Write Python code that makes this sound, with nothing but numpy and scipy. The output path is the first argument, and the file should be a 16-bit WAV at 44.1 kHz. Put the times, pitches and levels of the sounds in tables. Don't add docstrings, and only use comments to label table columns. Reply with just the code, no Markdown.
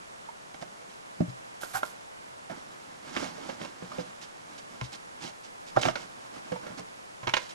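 import sys
import numpy as np
from scipy import signal
from scipy.fft import rfft, irfft
from scipy.io import wavfile
from scipy.ndimage import uniform_filter1d

SR = 44100
rng = np.random.default_rng(int(sys.argv[2]) if len(sys.argv) > 2 else 0)


def materialize(psi):
    bounded = np.clip(np.atleast_2d(psi).T, -1, 1)
    quanta = np.round(bounded * 32767).astype(np.int16)
    wavfile.write(sys.argv[1], SR, quanta)


N = 332514
STROKE_SKEW = 0.67


def undb(db):
    return 10 ** (np.asarray(db) / 20)


def unit(x):
    return x / np.sqrt(np.mean(x ** 2) + 1e-18)


def curve(points, size):
    hz, value = np.transpose(points)
    return np.interp(np.log(np.fft.rfftfreq(size, 1 / SR) + 1), np.log(np.sort(hz)), value)


def colour(x, points):
    size = 2048
    cepstrum = irfft(np.log(unit(undb(curve(points, size)))))
    cepstrum[1:size // 2] *= 2
    cepstrum[size // 2 + 1:] = 0
    return signal.fftconvolve(x, irfft(np.exp(rfft(cepstrum))))[:len(x)]


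def resonate(x, hz, width_hz):
    return signal.lfilter(*signal.iirpeak(hz, hz / width_hz, fs=SR), x)


def fade(t, t60):
    return np.exp(-np.log(1000) * t / max(t60, 1e-3))


def add(track, start_s, sound):
    i = max(int(start_s * SR), 0)
    track[i:i + len(sound)] += sound[:max(N - i, 0)]


def grains(size, spread_db):
    snags = np.repeat(rng.standard_normal(size // 64 + 1), 64)[:size]
    return unit(rng.standard_normal(size) * undb(spread_db * snags))


def walk(rate_hz):
    hold = int(SR / rate_hz)
    steps = np.repeat(rng.standard_normal(N // hold + 1), hold)
    return 1.58 * uniform_filter1d(uniform_filter1d(steps, hold), hold)[:N]


def stroke(length_s, skew):
    return np.sin(np.pi * np.linspace(0, 1, max(int(length_s * SR), 8)) ** skew)


def pair(x, balance):
    gains = undb(np.array([[.5], [-.5]]) * curve(balance, N))
    return irfft(rfft(x) * gains / np.sqrt(np.mean(gains ** 2, axis=0)), N)


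def hiss():
    # frequency_hz, density_db
    mid_spectrum = [(25, -11), (60, -12), (110, -4), (185, 0), (300, -3), (600, -3.5), (1000, -3.5),
                    (2000, -8.5), (4000, -13.5), (7000, -12), (9500, -18), (11600, -22), (12500, -48)]
    side_spectrum = [(25, -11), (60, -9), (130, -9.5), (210, -9.5), (330, -6.5), (520, -0.5), (900, 0),
                     (1500, -5), (2500, -12), (4000, -18), (7000, -23), (11600, -27.5), (12500, -60)]
    # frequency_hz, left_minus_right_db
    balance = [(100, -1), (1500, 0.5), (4000, -6), (8500, -9), (11000, -32)]
    mid = unit(colour(rng.standard_normal(N), mid_spectrum)) * undb(-54.03)
    side = unit(colour(rng.standard_normal(N), side_spectrum)) * undb(-46.0 + 0.74 * walk(rate_hz=3.8))
    return pair(np.array([mid + side, mid - side]), balance)


def room(x, early_db, tail_db, t60):
    t = np.arange(SR // 2) / SR
    channels = []
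    for _ in range(2):
        early = rng.standard_normal(len(t)) * fade(t, 0.08) * (t > .001)
        tail = rng.standard_normal(len(t)) * fade(t, t60) * (t > .008)
        response = undb(early_db) * early / np.linalg.norm(early)
        response += undb(tail_db) * tail / np.linalg.norm(tail)
        channels.append(signal.fftconvolve(x, response)[:N])
    return np.array(channels)


def grip():
    # start_s, length_s, friction_db, direct_relative_db
    slides = [(1.605, 0.067, -46.5, 6), (1.624, 0.22, -61, 13.5), (1.733, 0.071, -33.5, -1),
              (1.745, 0.033, -28, -16), (1.799, 0.15, -60, 13)]
    # centre_hz, width_hz, relative_db
    modes = [(790, 185, -3), (1200, 260, -9), (1395, 300, -5)]
    friction, direct = np.zeros((2, N))
    for start_s, length_s, db, direct_db in slides:
        speed = stroke(length_s, STROKE_SKEW)
        add(friction, start_s, undb(db) * speed * grains(len(speed), spread_db=2.0))
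        add(direct, start_s, undb(db + direct_db) * speed * grains(len(speed), spread_db=3.0))
    shell = sum(undb(db) * resonate(resonate(friction, hz, width), hz, width) for hz, width, db in modes)
    return undb(22.0) * shell + direct


def squirm():
    # start_s, length_s, level_db
    bouts = [(1.805, 0.36, -60), (2.55, 0.78, -55), (3.021, 1.64, -47.5), (4.456, 0.69, -54),
             (5.95, 1.14, -54)]
    effort = np.zeros(N)
    for start_s, length_s, db in bouts:
        add(effort, start_s, undb(db) * stroke(length_s, skew=0.43))
    return effort * undb(3.5 * walk(rate_hz=25))


def rustle():
    # start_s, length_s, level_db, treble_relative_db
    sweeps = [(0.611, 0.028, -42.5, -6), (0.884, .09, -71.5, 14), (1.29, .02, -60, 7.5),
              (2.492, 0.066, -40, -14.5), (3.119, 0.21, -41.5, -3), (3.443, 0.13, -53, -3),
              (3.99, 0.036, -49, -5), (4.212, .049, -65, 19), (4.577, 0.029, -58.5, 11),
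              (4.826, 0.054, -65, 17), (4.918, 0.053, -51.5, 7.5), (5.203, .12, -43.5, 1),
              (5.432, 0.049, -59.5, 9), (5.662, 0.056, -60, 11.5), (5.754, .026, -41, -9),
              (5.782, 0.031, -35.5, -6), (5.811, 0.021, -43, 10), (5.827, 0.1, -31.5, -5.5),
              (5.96, 0.11, -49.5, -0.5), (6.612, .17, -47.5, -16), (6.772, 0.042, -43.5, -3),
              (7.35, .03, -43, 0), (7.379, 0.13, -55.5, 7), (7.489, .046, -58, 13)]
    # frequency_hz, density_db
    cloth_spectrum = [(60, -17.5), (140, -4), (280, 1.5), (520, -3.5), (750, -3), (1200, -4.5), (2200, -12),
                      (5000, -46), (12000, -36)]
    fibre_spectrum = [(500, -30), (1500, 0.5), (2800, 4.5), (5500, 3), (8000, -4), (12000, -18)]
    drag = squirm()
    pluck = drag * undb(-7)
    for start_s, length_s, db, treble_db in sweeps:
        speed = undb(db) * stroke(length_s, STROKE_SKEW)
        add(drag, start_s, speed)
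        add(pluck, start_s, speed * undb(treble_db))
    cloth = colour(drag * grains(N, spread_db=0.0), cloth_spectrum)
    fibres = colour(pluck * grains(N, spread_db=2.0), fibre_spectrum)
    return cloth + fibres


def thumps():
    # start_s, level_db, favoured_hz
    landings = [(1.2055, -10.5, 198), (1.281, -30, 138), (1.744, -40, 115), (2.501, -42, 169),
                (3.168, -23, 302), (3.224, -26.5, 270), (3.488, -40, 240), (3.613, -33, 241),
                (3.824, -32, 180), (3.987, -27, 177), (4.817, -26.5, 102), (5.247, -38.5, 188),
                (5.766, -25.5, 111), (5.856, -27.5, 133), (6.52, -27, 185), (6.703, -37, 172),
                (6.796, -33, 200), (7.230, -38, 134), (7.275, -33, 115)]
    # pitch_hz, relative_db, t60_s
    modes = [(72.4, 4, 0.26), (115.7, -4, 0.24), (126.4, -1, 0.36), (180.3, 1.5, 0.18), (226, 7, 0.061),
             (287, 6.5, 0.17), (353, 16, 0.051)]
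    reach_octaves, pitch_scatter, sink_s, settle_s = 0.31, 0.022, 0.00089, 0.07
    bed, t = np.zeros(N), np.arange(SR // 2) / SR
    envelope = (1 - np.exp(-t / sink_s)) / (1 + (t / settle_s) ** 2)
    for start_s, level_db, spot_hz in landings:
        weights = [undb(db) / (1 + (np.log2(hz / spot_hz) / reach_octaves) ** 2) for hz, db, _ in modes]
        detunings = 1 + pitch_scatter * rng.standard_normal(len(modes))
        ring = sum(weight * np.sin(2 * np.pi * hz * detune * t) * fade(t, t60)
                   for weight, detune, (hz, _, t60) in zip(weights, detunings, modes))
        add(bed, start_s, undb(level_db) * ring * envelope / np.linalg.norm(weights))
    return signal.sosfilt(signal.butter(2, 100, "highpass", fs=SR, output="sos"), bed)


def blows():
    # start_s, level_db, ring_hz, ring_relative_db
    steps = [(0.288, -42.5, 935, 15), (0.623, -36, 678, 6.5), (0.812, -52, 478, 11),
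             (1.2055, -37.5, 625, 15.5), (2.498, -41, 682, 13), (3.226, -35, 540, 7),
             (3.381, -45.5, 460, 11), (3.489, -31.5, 548, 3), (3.610, -35, 587, -2),
             (3.822, -44.5, 480, 11), (3.917, -34.5, 1260, 6.5), (3.983, -37.5, 487, 16),
             (6.518, -32, 488, 12.5), (6.559, -37, 850, 6.5), (6.665, -40.5, 467, 7.5),
             (6.791, -42, 449, 9)]
    # start_s, level_db, ring_hz, scratch_relative_db, rise_s, t60_s
    catches = [(0.543, -39, 786, 1.5, 0.00064, 0.039), (3.162, -25.5, 1160, 0.5, 0.0024, 0.069),
               (3.648, -36, 1013, 1, 0.00045, 0.053), (4.812, -32.5, 1000, -2, 0.00069, 0.039),
               (5.763, -22.5, 1150, -4, 0.0014, 0.047), (5.7705, -13.5, 780, -21, 0.00035, 0.042),
               (5.828, -28.5, 784, 2.5, .0009, 0.063), (5.852, -19.5, 730, -10, .0005, 0.062),
               (5.8839, -21, 675, -9, 0.0003, .06), (5.9552, -28.5, 1430, 1, .0005, 0.071),
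               (7.229, -37.5, 1083, -3, .002, 0.096), (7.270, -19, 935, -6.5, 0.0026, 0.058),
               (7.289, -33.5, 934, 5.5, 0.00077, 0.071), (7.3367, -17.5, 950, 10, 0.0013, 0.034),
               (7.3674, -26, 993, 4, 0.00072, 0.065)]
    # start_s, level_db
    knocks = [(1.6321, -25), (1.8306, -18.5)]
    ring_cycles = 46
    paws = [(start_s, db, hz, -8, .0014, ring_cycles / hz, ring_db) for start_s, db, hz, ring_db in steps]
    claws = [(*catch, 1.5) for catch in catches]
    fingers = [(start_s, db, 1425, -11, 0.00075, 0.023, 4.5) for start_s, db in knocks]
    return paws + claws + fingers


def taps(flutter_depth):
    # frequency_hz, density_db
    pad_spectrum = [(60, -8.5), (150, -15), (280, 0.5), (600, 4.5), (1100, 0.5), (1700, -6.5),
                    (2600, -22.5), (6000, -52)]
    scratch_spectrum = [(600, -34), (1400, 7), (2200, 9), (3200, 4.5), (5000, -5), (6700, -9.5),
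                        (8000, -30)]
    tick_spectrum = [(2000, 4), (4000, -5), (5400, 7), (6700, 2), (8000, -5), (12000, -14.5)]
    reference_db, tick_offset_db, tick_slope = -30, -9.5, 0.72
    pad, scratch, tick, ring = np.zeros((4, N))
    t = np.arange(SR // 4) / SR
    for start_s, db, hz, scratch_db, rise_s, t60, ring_db in blows():
        force = (1 - np.exp(-t / rise_s)) * fade(t, t60)
        tick_db = reference_db + tick_offset_db + tick_slope * (db + scratch_db - reference_db)
        add(pad, start_s, force * undb(db) * grains(len(t), spread_db=-0.5))
        add(scratch, start_s, force * undb(db + scratch_db) * grains(len(t), spread_db=6.0))
        add(tick, start_s, force * undb(tick_db) * grains(len(t), spread_db=6.0))
        flutter = flutter_depth * unit(uniform_filter1d(rng.standard_normal(len(t)), size=90))
        phase = 2 * np.pi * np.cumsum(hz * (1 + flutter)) / SR
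        add(ring, start_s, force * undb(db + ring_db) * np.sin(phase))
    noise = colour(pad, pad_spectrum) + colour(scratch, scratch_spectrum) + colour(tick, tick_spectrum)
    return noise + ring


def contacts():
    return taps(flutter_depth=0.059) + rustle() + grip()


def scene(own_share=0.16):
    # frequency_hz, left_lead_rad
    phase_lead = [(60, 1.1), (170, 0.6), (300, -2), (500, -3.5), (1000, -4.5), (2500, -4.5), (6000, -5.5),
                  (12000, -3.5)]
    # frequency_hz, left_minus_right_db
    balance = [(90, 11.5), (180, 2.5), (280, -10), (600, -11), (1200, -2), (3000, -9.5), (8000, -9.5),
               (11000, -23)]
    near, bass = contacts(), thumps()
    left = np.sqrt(1 - own_share) * near + np.sqrt(own_share) * contacts() + bass
    left = irfft(rfft(left) * np.exp(1j * curve(phase_lead, N)), N)
    direct = np.array([left, near + bass])
    reflected = room(near + undb(-9) * bass, early_db=-12.5, tail_db=-14.0, t60=0.34)
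    return pair(direct + reflected, balance) + hiss()


def record(dry):
    cutoff_hz = 12250
    return signal.sosfilt(signal.ellip(8, .2, 70, cutoff_hz, fs=SR, output="sos"), dry)


dry = scene()
out = record(dry)
materialize(out)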